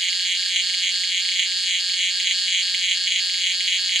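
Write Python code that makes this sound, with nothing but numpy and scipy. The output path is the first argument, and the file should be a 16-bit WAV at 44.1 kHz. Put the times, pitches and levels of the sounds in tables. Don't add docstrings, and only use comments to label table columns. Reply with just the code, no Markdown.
import sys
import numpy as np
from scipy import signal
from scipy.fft import rfft, irfft
from scipy.io import wavfile
from scipy.ndimage import uniform_filter1d

SR = 44100
rng = np.random.default_rng(int(sys.argv[2]) if len(sys.argv) > 2 else 0)


def output_pcm(signal):
    pcm = np.clip(np.atleast_2d(signal).T, -1, 1) * 32767
    wavfile.write(sys.argv[1], SR, np.round(pcm).astype(np.int16))


N = 176400


# start in seconds, end in seconds.
SWELLS = [(.02, 0.088), (0.252, 0.36), (0.509, 0.62), (.82, 0.91), (1.099, 1.21), (1.349, 1.46),
          (1.661, 1.797), (1.958, 2.11), (2.24, 2.335), (2.491, 2.62), (2.81, 2.95), (3.082, 3.19),
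          (3.408, 3.535), (3.669, 3.78), (3.912, 3.98)]
# time in seconds, relative strength.
JOLTS = [(0.028, 3.5), (.084, 2.5), (.129, 2), (.195, 3), (.328, 0.5), (.428, 3), (0.563, 9.5),
         (0.598, 6.5), (.699, 3), (.741, 5.5), (0.838, 4.5), (.87, 3.5), (1.038, 4.5), (1.144, 1),
         (1.177, 2), (1.251, 2.5), (1.29, 5), (1.321, 5.5), (1.362, 2.5), (1.396, 8), (1.429, 8),
         (1.521, 2.5), (1.71, 5), (1.751, 5.5), (1.898, 3.5), (2.028, 3), (2.073, 0), (2.108, -3.5),
         (2.202, 7.5), (2.274, 9), (2.31, 5), (2.483, 3), (2.548, 8), (2.582, 1), (2.68, 2), (2.747, 11.5),
         (2.842, 6.5), (2.915, 9.5), (3.076, 9), (3.119, 5), (3.161, 7), (3.193, 6), (3.299, 4), (3.344, 3),
         (3.469, 5.5), (3.505, 1.5), (3.607, 5), (3.681, 12), (3.725, 5.5), (3.754, 3.5), (3.893, 3),
         (3.924, 6), (3.96, 12.5)]
def tymbals(first_s=.00783, snap_hz=180.958, rise_hz_per_s=.116, tremor_hz=29, jolt_width_s=.0027):
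    elapsed = np.arange(int((N / SR - first_s) * snap_hz) + 2) / snap_hz
    beat = first_s + elapsed - rise_hz_per_s * elapsed ** 2 / snap_hz / 2
    beat = beat[beat < N / SR]
    opening_noise, scatter_db, jitter = rng.standard_normal((len(beat), 3)).T
    swell = sum((1 + np.tanh((beat - start) / .04)) * (1 - np.tanh((beat - end) / .0146)) / 4
                for start, end in SWELLS)
    jolt = sum(strength * np.exp(-.5 * ((beat - s) / jolt_width_s) ** 2) for s, strength in JOLTS)
    jolt_times = np.array(JOLTS)[:, 0]
    cycles = np.cumsum(np.maximum(np.round(np.diff(jolt_times, prepend=0) * tremor_hz), 1))
    tremor = np.sin(2 * np.pi * np.interp(beat, jolt_times, cycles))
    times = beat - 3.6e-5 * tremor - 4e-5 * (swell - .5) + 6e-6 * jitter
    size = undb(.5 + (.29 + .35 * swell) * jolt + scatter_db)
    opening = np.clip(.91 * swell + .2551 * jolt + .081 * opening_noise, 0, 1)
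    return beat, times, size, opening


# frequency in Hz, gain in dB.
SNAP_TIGHT = [(500, -70), (900, -27), (1450, -8.5), (2000, -13), (2500, -3.5), (3200, 4.5), (4200, 9),
              (5000, 5.5), (5600, -14), (6600, -10.5), (7600, -14), (9300, -27.5), (14500, -44)]
SNAP_OPEN = [(500, -46), (900, -26.5), (1450, -13.5), (2000, -1.5), (2500, 8), (3200, 9.5), (4200, 8),
             (5000, -18), (5600, -9.5), (6600, -17), (7600, -15.5), (9300, -43), (14500, -72)]
# frequency in Hz, width per filter stage in Hz,
# drive when tight in dB, drive when open in dB, left minus right in dB.
ABDOMEN_MODES = [(1689.6, 162, 5, -10.5, 4), (1822, 126, -2, -3.5, 5), (2122, 239, -11.5, 8.5, -2.5),
                 (2340, 370, -36, 3.5, 9.5), (2926, 261, -2.5, 7.5, -14.5), (3240, 450, -2.5, 8, 2),
                 (3883, 224, 8, 6.5, 15), (4380, 278, 10.5, 0, -8.5), (4687, 380, 1.5, -7.5, -17.5),
                 (5132, 170, 3.5, -25, 5.5), (6672, 334, -2.5, 7.5, -2), (7155, 620, -12.5, -13, 19.5),
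                 (8420, 320, -16, -39, -11)]
def abdomen(times, size, opening, lead_s=.0005544, lead_db=-13.5, ring_lag_s=2e-5, scatter_db=2.5):
    out = pulses(times, size * (1 - opening)) * colour(SNAP_TIGHT)
    out += pulses(times, size * opening) * colour(SNAP_OPEN)
    out *= 1 + undb(lead_db) * delay(-lead_s)
    arrival = np.array([delay(ring_lag_s / 2), delay(-ring_lag_s / 2)])
    for hz, width, tight_db, open_db, pan_db in ABDOMEN_MODES:
        drive = size * ((1 - opening) * undb(tight_db) + opening * undb(open_db))
        drive *= undb(scatter_db * rng.standard_normal(len(times)))
        ring = pulses(times, drive) * resonance(hz, width) ** 2
        out = out + ring * arrival * undb([[pan_db / 2], [-pan_db / 2]])
    return out * (1 - 2 * resonance(hz=3070, width=3900))


# frequency in Hz, gain in dB.
TICK_SPECTRUM = [(4000, -67), (5700, -8), (6300, -57), (7300, -21.5), (8400, -18), (9300, -39),
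                 (10000, -20.5), (11000, -21), (11900, -47), (12900, -28.5), (13700, -37.5), (14800, -42)]
def ticks(beat, jitter_s=3e-6, scatter_db=2):
    late, strong = rng.standard_normal((len(beat), 2)).T
    return pulses(beat + jitter_s * late, undb(scatter_db * strong)) * colour(TICK_SPECTRUM)


# frequency in Hz, gain in dB.
RASP_SPECTRUM = [(1300, -34), (1700, -9), (2200, -5), (3300, -7), (4500, -6), (5600, -10), (6700, -2.5),
                 (8200, -15), (9500, -19.5), (11000, -27), (12200, -38), (13300, -26), (14800, -45)]
def rasp(times, size, decay_s=.0071, snap_hz=180.958):
    now = np.arange(N) / SR
    last = np.maximum(np.searchsorted(times, now) - 1, 0)
    bursts = size[last] * np.exp(-abs(now - times[last]) / decay_s)
    envelope = level(bursts, 0) * np.sqrt(snap_hz / SR)
    mid, side = rng.standard_normal((2, N)) * envelope
    return rfft(stereo(mid, .27 * side)) * colour(RASP_SPECTRUM)


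# delay in seconds, mid gain, side gain in the treble.
ECHOES = [(0.000916, 0.19, 0.024), (0.00163, 0.044, 0.036), (0.000551, 0, -0.21), (.00276, 0.037, .04),
          (.00459, 0, 0.18)]
def reflections(body, split_hz=2480):
    treble = 1 - 1 / (1 + (freqs() / split_hz) ** 10)
    return body * (1 + sum(delay(s) * stereo(mid, side * treble) for s, mid, side in ECHOES))


# frequency in Hz, gain in dB.
SCATTER_SPECTRUM = [(1500, -92), (2000, -27.5), (2600, 8), (3300, -21), (4300, -13), (5200, -2),
                    (6700, -5.5), (8500, 17.5), (10000, -2), (13000, 2)]
def scattering(body, decay_s=.023, mid_db=-5):
    tails = rng.standard_normal((2, N)) * np.exp(-np.arange(N) / SR / decay_s)
    mid, side = rfft(tails / np.sqrt(np.sum(tails ** 2, axis=1, keepdims=True)))
    return body.mean(axis=0) * colour(SCATTER_SPECTRUM) * stereo(undb(mid_db) * mid, side)


# frequency in Hz, width in Hz, share of amplitude removed.
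NOTCHES = [(3647, 100, 0.66), (5415, 350, 1), (6190, 210, 0.5), (8513, 350, 1), (1387, 163, 0.75)]
# frequency in Hz, left minus right in dB.
BALANCE = [(1500, -0.5), (2400, -3), (3300, 0), (5000, -0.5), (6700, -6), (8200, 2), (10000, 1),
           (13000, -5)]
def cicada(rasp_open_db=1.5):
    beat, times, size, opening = tymbals()
    body = abdomen(times, size, opening) + ticks(beat)
    out = reflections(body) + scattering(body) + rasp(times, size * undb(rasp_open_db * opening))
    for hz, width, share in NOTCHES:
        out *= 1 - share * resonance(hz, width)
    return irfft(out * colour(BALANCE) ** np.array([[.5], [-.5]]), N)


# frequency in Hz, relative level in dB.
RUMBLE_SPECTRUM = [(15, -31), (25, -1), (108, -2), (140, -4), (178, 1), (261, -8), (451, -2.5), (515, -6),
                   (850, -8.5), (1100, -15), (1870, -120)]
# time in seconds, bass gain in dB, low-middle gain in dB.
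BACKGROUND_GAINS = [(0.0, -75, -71), (0.05, -77, -73), (0.89, -75, -62), (1.0, -66, -68),
                    (1.11, -73, -65.5), (1.14, -66, -64), (1.51, -74, -68.5), (1.6, -71, -64.5),
                    (2.19, -74, -67.5), (2.86, -65.5, -66), (3.2, -74, -62.5), (3.9, -71, -67)]
def outdoors(split_hz=170, side_gain=.14, waver_db=1.5):
    times, bass_db, middle_db = np.array(BACKGROUND_GAINS).T
    bass, middle = (undb(np.interp(np.arange(N) / SR, times, db)) for db in (bass_db, middle_db))
    mid, side, noise = rfft(rng.standard_normal((3, N)))
    low = 1 / (1 + (freqs() / split_hz) ** 4)
    rumble = irfft(stereo(mid, side_gain * side) * colour(RUMBLE_SPECTRUM) * low, N)
    wash = irfft(stereo(mid, side_gain * side / 2) * colour(RUMBLE_SPECTRUM) * (1 - low), N)
    drone = irfft(noise * resonance(hz=430, width=89) ** 2, N) * undb(waver_db * walk(rate_hz=6.03))
    return bass * level(rumble, db=.5) + middle * (level(wash, db=-1) + level(drone, db=-6))


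def undb(db):
    return 10 ** (np.asarray(db) / 20)


def freqs():
    return np.maximum(np.arange(N // 2 + 1) * SR / N, 1)


def colour(points):
    hz, db = np.array(points).T
    return undb(np.interp(np.log(freqs()), np.log(hz), db))


def resonance(hz, width):
    f = freqs()
    return 1 / (1 + 1j * (f * f - hz * hz) / (f * width))


def delay(s):
    return np.exp(-2j * np.pi * freqs() * s)


def level(x, db):
    return x * undb(db) / np.sqrt(np.mean(x ** 2))


def walk(rate_hz):
    hold = int(SR / rate_hz)
    steps = np.repeat(rng.standard_normal(N // hold + 1), hold)
    return level(uniform_filter1d(uniform_filter1d(steps, hold), hold)[:N], 0)


def pulses(times, sizes, order=8):
    taps = np.floor(times * SR).astype(int)[:, None] + np.arange(1 - order, order + 1)
    offset = taps - times[:, None] * SR
    shape = np.sinc(offset) * np.cos(np.pi * offset / order / 2) ** 2
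    return rfft(np.bincount(taps.ravel() % N, (sizes[:, None] * shape).ravel(), N))


def stereo(mid, side):
    return np.array([mid + side, mid - side])


def scene():
    return cicada() + outdoors()


def record(dry, top_hz=14800):
    return signal.sosfiltfilt(signal.ellip(8, .1, 60, top_hz, fs=SR, output="sos"), dry)


dry = scene()
out = record(dry)
output_pcm(out)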